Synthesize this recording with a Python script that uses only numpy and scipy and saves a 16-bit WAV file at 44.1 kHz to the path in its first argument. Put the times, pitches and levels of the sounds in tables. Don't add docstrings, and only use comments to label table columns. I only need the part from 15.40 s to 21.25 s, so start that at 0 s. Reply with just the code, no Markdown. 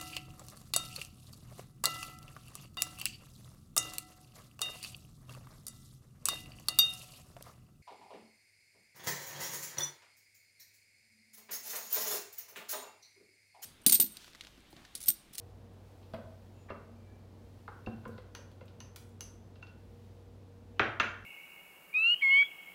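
import sys
import numpy as np
from scipy import signal
from scipy.fft import rfft, irfft
from scipy.io import wavfile
from scipy.ndimage import uniform_filter1d

SR = 44100
rng = np.random.default_rng(int(sys.argv[2]) if len(sys.argv) > 2 else 0)


def transcribe(u):
    v = np.clip(np.atleast_2d(u).T, -1, 1)
    q = np.round(v * 32767).astype(np.int16)
    wavfile.write(sys.argv[1], SR, q)


def to_linear_factor(level_db):
    exponent = np.asarray(level_db, float) / 20
    return 10 ** exponent


N = 257981

# start in seconds, body level in dB, edge level in dB,
# t60 of the bowl air in seconds.
TOUCHES = [(0.7433, -40.5, -47.5, 0.0017), (1.301, -45, -49.5, 0.014), (2.2784, -45.5, -53.5, 0.012),
           (2.469, -44, -63, .012), (2.652, -41.5, -54, 0.017), (2.78, -46, -47.5, 0.0099),
           (2.948, -41, -58, 0.0096), (3.209, -48.5, -58, .012), (3.404, -45.5, -56, 0.0074),
           (3.56, -50.5, -67, 0.0099), (3.806, -47, -60, 0.0077), (4.157, -60, -54, .008),
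           (4.2255, -48, -51, 0.021)]
# start in seconds, slap level in dB, jar base level in dB, counter level in dB.
HEAVY_BUMPS = [
    (.737, -42, -43, -47),
    (1.3037, -33.5, -44.5, -54),
    (2.2792, -35, -61, -65),
    (2.472, -48, -34.5, -38),
    (2.667, -59, -42, -44),
    (5.396, -55, -39.5, -37),
    (5.602, -55, -41.5, -50),
]
# start in seconds, ring level in dB, hardness in dB per octave,
# crack level in dB, sheen level in dB.
SPATULA_TAPS = [
    (2.9501, -57, -1, -37, -46.5),
    (3.4036, -56.5, -1.5, -43.5, -51),
    (3.5608, -78.5, .3, -39, -36),
    (3.8077, -53.5, 3.5, -41.5, -38),
]
BODY_HZ, CONTACT_S = 1466, 0.0055


def at_hz(points, hz):
    table_hz, value = np.transpose(points)
    return np.interp(np.log(hz), np.log(table_hz), value)


def rms_one(x):
    return x / np.sqrt(np.mean(x ** 2) + 1e-20)


def band(x, low_hz, high_hz):
    sos = signal.butter(2, [low_hz, min(high_hz, 0.45 * SR)], "band", fs=SR, output="sos")
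    return signal.sosfilt(sos, x)


def ring(x, hz, t60_s):
    r = to_linear_factor(-60 / (max(t60_s, 0.002) * SR))
    w = 2 * np.pi * hz / SR
    return signal.lfilter([0, np.sin(w)], [1, -2 * r * np.cos(w), r * r], x + 1e-18)


def narrow(hz, width_hz):
    return rms_one(ring(rng.standard_normal(N + SR), hz, 6.0 / max(width_hz, 0.5))[SR:])


def add(out, start_s, piece):
    start = round(start_s * SR)
    out[start:start + len(piece)] += piece[:N - start]


def bursts(rows, spray_share):
    out = np.zeros(N)
    t = np.arange(SR // 8) / SR
    spray = rng.standard_normal((len(rows), len(t)))
    for (start_s, peak_db, hz, octaves, length_s), noise in zip(rows, spray):
        age = t / max(length_s, 2e-4)
        force = spray_share * noise * np.exp(-2 * age) * np.tanh(1.52 * age)
        force[0] = 1 - spray_share
        edges_hz = hz * 2 ** (-octaves / 2), hz * 2 ** (octaves / 2)
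        piece = band(band(force, *edges_hz), *edges_hz)
        add(out, start_s, to_linear_factor(peak_db) * piece / np.abs(piece).max())
    return out


def knocks(rows):
    out = np.zeros(N)
    for start_s, peak_db, hz, t60_s in rows:
        push = np.zeros(SR // 4)
        push_len = int(SR / hz / 2)
        push[:push_len] = np.hanning(push_len)
        piece = ring(push, hz, t60_s)
        add(out, start_s, to_linear_factor(peak_db + 1.5) * piece / np.abs(piece).max())
    return out


def contacts():
    # start in seconds, peak level in dB.
    nicks = [
        (.6294, -56),
        (0.7362, -45),
        (2.4625, -46.5),
        (3.1158, -55),
        (3.281, -50.5),
        (4.2692, -51),
    ]
    edge_hz, edge_octaves = 3370, 1.08
    body_lag_s = 0.001528
    rows = [(s, edge_db, edge_hz, edge_octaves) for s, _, edge_db, _ in TOUCHES]
    rows += [(s, db, edge_hz, edge_octaves) for s, db in nicks]
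    rows += [(s + body_lag_s, body_db, BODY_HZ, 1.68) for s, body_db, _, _ in TOUCHES]
    rows += [(s, slap_db, 1265, 0.85) for s, slap_db, _, _ in HEAVY_BUMPS]
    for s, _, _, crack_db, sheen_db in SPATULA_TAPS:
        rows.append((s, crack_db, edge_hz, 1.6))
        rows.append((s, sheen_db, 7840, 1.35))
        rows.append((s, sheen_db - 1, 13700, 1))
    bowl = knocks([(s + body_lag_s, body_db + 2.4, 1450, t60_s) for s, body_db, _, t60_s in TOUCHES])
    return bursts([row + (CONTACT_S,) for row in rows], spray_share=0.23) + bowl


def set_down():
    # start in seconds, peak level in dB, hardness in dB per octave,
    # bowl level in dB.
    landings = [
        (5.3949, -12, -1, -21.5),
        (5.599, -15.5, 2.5, -20),
    ]
    # delay in seconds, level in dB, centre in Hz, width in octaves.
    rocking = [(0.00085, -1.5, 1556, 0.78), (.0001, -5, 2800, 0.9), (.0035, -5.5, 2310, 0.55),
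               (0.00294, -12.5, 830, 1.36), (.008, -7, 1420, 1.07), (0.0051, -9, 656, 1.7),
               (0.00463, -18, 383, 0.77), (.0001, -18.5, 4800, 0.72), (0.019, -31, 2500, 0.77),
               (.022, -14.5, 1570, 0.83)]
    sides = 3
    rows = []
    for s, peak_db, hardness, _ in landings:
        for lag_s, rock_db, hz, octaves in rocking:
            db = peak_db + rock_db + hardness * np.log2(hz / BODY_HZ)
            rows.append((s + lag_s, db, hz, octaves, CONTACT_S))
    bowl = knocks([(s + 0.001965, bowl_db, 1436, 0.017) for s, _, _, bowl_db in landings])
    return [bursts(rows[side::sides], spray_share=0.13) for side in range(sides)] + [bowl]


def dish(hits, modes, damped_db):
    out = np.zeros((2, N))
    start_s, hit_db, hardness = np.transpose(hits)[:3]
    for hz, mode_db, t60_s in modes:
        octaves_up = np.log2(hz / modes[0][0])
        clicks = np.zeros(N)
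        clicks[np.round(start_s * SR).astype(int)] = to_linear_factor(hit_db + mode_db + hardness * octaves_up - 2.5)
        pair = ring(clicks, hz * 0.999, t60_s) + 1.8 * ring(clicks, hz * 1.002, t60_s)
        damped = to_linear_factor(damped_db) * ring(clicks, hz * 0.985, 36 / hz)
        out += band([pair, damped], hz * 0.74, hz * 1.018)
    return out


def free_dish():
    # start in seconds, level in dB, hardness in dB per octave.
    hits = [
        (1.306, -50.5, -17),
        (2.463, -44.5, -11),
        (3.212, -63.5, -8),
        (4.159, -64, -8),
        (4.227, -45, -6.5),
        (5.396, -36, -4),
        (5.6, -27.5, -.3),
    ]
    # mode in Hz, level in dB, t60 in seconds.
    modes = [(2719, -3, 0.094), (6178, -22.5, 0.22), (6890, -24.5, 0.13), (10920, -42, .23),
             (13780, -36, .05)]
    return dish(hits, modes, damped_db=-9.0)


def held_dish():
    # mode in Hz, level in dB, t60 in seconds.
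    modes = [(2894, -7.5, 0.1), (4620, -8, .008), (6190, 0.2, .22), (11000, -14, 0.18), (13760, -26, .04)]
    return dish(SPATULA_TAPS, modes, damped_db=21.5)


def jar():
    # start in seconds, peak level in dB, pitch in Hz.
    hollow_knocks = [(.738, -34.5, 641), (.744, -38, 640), (.75, -45, 606), (.785, -42, 570),
                     (1.303, -36, 562), (1.308, -42, 670), (1.32, -42.5, 415), (2.288, -46.5, 456),
                     (2.284, -43.5, 840), (2.47, -38, 510), (2.474, -40.5, 750), (2.476, -38.5, 350),
                     (2.658, -43, 1027), (2.66, -41.5, 507), (2.692, -40.5, 486), (2.785, -42, 498),
                     (2.99, -48.5, 550), (3.215, -45.5, 527), (3.812, -52, 470), (4.162, -64, 594)]
    rows = [(s, db, hz, 0.041) for s, db, hz in hollow_knocks]
    rows += [(s + 0.00412, body_db - 5.5, 1010, 0.024) for s, body_db, _, _ in TOUCHES]
    rows += [(s, base_db, 228.3, 0.13) for s, _, base_db, _ in HEAVY_BUMPS]
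    rows += [(s + 0.0105, counter_db, 114.5, 0.19) for s, _, _, counter_db in HEAVY_BUMPS]
    return knocks(rows)


def slides():
    # start in seconds, peak level in dB, centre in Hz, width in octaves, length in seconds.
    slips = [
        (1.283, -45.5, 1300, 1.57, 0.035),
        (2.63, -58, 1200, 1.1, .03),
        (2.70, -66, 4180, 0.44, 0.047),
        (5.35, -64.5, 2700, 0.41, .08),
    ]
    return bursts(slips, spray_share=1.0)


def food_ticks():
    # start in seconds, peak level in dB.
    ticks = [
        (.3344, -67),
        (.739, -55),
        (1.5194, -72),
        (2.678, -55.5),
        (2.82, -68),
        (3.1158, -65),
        (3.255, -60.5),
        (3.6905, -64),
        (5.3941, -60),
        (5.599, -50.5),
    ]
    return bursts([(s, db, 12650, 3.1, 0.0046) for s, db in ticks], spray_share=0.97)


def rubs():
    # start in seconds, end in seconds, pitch in Hz, width in Hz, level in dB.
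    strokes = [
        (1.127, 1.316, 7000, 15, -81),
        (1.134, 1.232, 2690, 15, -79),
        (1.543, 1.868, 2340, 37, -77),
        (1.663, 1.803, 1690, 25, -75),
    ]
    t = np.arange(N) / SR
    out = np.zeros(N)
    for start_s, end_s, hz, width_hz, db in strokes:
        progress = np.clip((t - start_s) / (end_s - start_s), 0, 1)
        out += to_linear_factor(db) * narrow(hz, width_hz) * np.sin(np.pi * progress) ** 0.41
    return out


def kitchen(x):
    # frequency in Hz, t60 in seconds.
    room_t60 = [(100, 0.45), (400, 0.59), (1500, 0.54), (2700, 0.43), (4500, 0.36), (8000, 0.51),
                (16000, 0.25)]
    # delay in seconds, level in dB.
    echoes = [(.0024, -22.5), (.0085, -13.5), (.0195, -20), (.029, -28.5)]
    t = np.arange(int(0.7 * SR)) / SR
    edges_hz = 60 * 2 ** np.arange(0, 8.3, 0.25)
    white = rng.standard_normal((2, len(t)))
    tail = np.zeros(len(t))
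    for k, (low_hz, high_hz) in enumerate(zip(edges_hz, edges_hz[1:])):
        t60_s = at_hz(room_t60, np.sqrt(low_hz * high_hz))
        tail += band(white[k % 2], low_hz, high_hz) * to_linear_factor(-60 * t / t60_s)
    tail = tail * (1 - np.exp(-(t / 0.0037) ** 2))
    lines = rfft(tail)
    hz = np.fft.rfftfreq(len(t), 1 / SR) + 1
    smooth = uniform_filter1d(np.abs(lines) ** 2, size=int(118 * len(t) / SR))
    low_cut = 1 - np.exp(-(hz / 80) ** 4)
    tail = irfft(lines * np.sqrt(at_hz(room_t60, hz) / smooth) * low_cut, len(t))
    response = to_linear_factor(-2.5) * tail / np.sqrt(np.sum(tail ** 2))
    for k, (delay_s, db) in enumerate(echoes):
        response[round(delay_s * SR)] += to_linear_factor(db) * (-1) ** k
    return signal.fftconvolve(x, response)[:N]


def sleeves():
    # time in seconds, motion in dB.
    motion = [(0, 3), (.3, -1), (.5, 5.5), (1.05, 3.5), (1.3, 0.5), (1.9, -1), (2.2, 4.5), (2.7, 3),
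              (2.9, -3), (3.45, -5), (3.85, -9), (4.25, -4.5), (4.65, 3.5), (4.95, -5.5), (5.85, -1.5)]
    motion_db = np.interp(np.arange(N) / SR, *np.transpose(motion))
    motion_db = motion_db - motion_db.mean()
    cloth = to_linear_factor(-77 + 0.37 * motion_db) * rms_one(band(rng.standard_normal(N), 1400, 4850))
    fine = to_linear_factor(-85 + motion_db) * rms_one(band(rng.standard_normal(N), 4000, 17000))
    return cloth + fine


def appliance():
    # frequency in Hz, width in Hz, level in dB.
    hum_lines = [(95, 2.74, -55.5), (56.2, 4.7, -67), (118.4, 2.9, -69.5), (231.4, 14, -65.5),
                 (474, 5.7, -69.5)]
    motor_hz, wobble_hz, motor_db = hum_lines[0]
    wander = rms_one(uniform_filter1d(rng.standard_normal(N), size=4000))
    pace_hz = motor_hz + 0.19 * wobble_hz * wander
    hum = to_linear_factor(motor_db) * np.sqrt(2) * np.sin(2 * np.pi * np.cumsum(pace_hz) / SR)
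    for hz, width_hz, db in hum_lines[1:]:
        hum = hum + to_linear_factor(db) * narrow(hz, width_hz)
    return hum


def room_air():
    # frequency in Hz, density in dB per Hz.
    air_spectrum = [(27, -56), (44, 2), (210, -2.5), (500, -9.5), (1000, -22), (3200, -33.5), (6300, -37),
                    (16000, -44)]
    hz = np.maximum(np.fft.rfftfreq(N, 1 / SR), 1)
    air = rms_one(irfft(rfft(rng.standard_normal(N)) * to_linear_factor(at_hz(air_spectrum, hz)), N))
    t = np.arange(N) / SR
    rumble = to_linear_factor(-66.5 - 0.82 * t) * rms_one(band(rng.standard_normal(N), 317, 890))
    return to_linear_factor(-59) * air + rumble


def scene():
    rings, damped = free_dish() + held_dish()
    hits = [contacts(), food_ticks() + slides() + damped] + set_down()
    hollow = jar()
    room = sum(kitchen(x) for x in hits) + kitchen(to_linear_factor(-6) * rings + to_linear_factor(-2) * hollow)
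    background = sleeves() + appliance() + room_air()
    return (sum(hits) + rings + hollow + room + rubs() + background)[None]


def top_cut(x):
    return signal.sosfilt(signal.butter(12, 16540, fs=SR, output="sos"), x)


def record(dry):
    cut = signal.sosfilt(signal.cheby2(10, 50, 16850, fs=SR, output="sos"), dry)
    return top_cut(cut)


dry = scene()
out = record(dry)
transcribe(out)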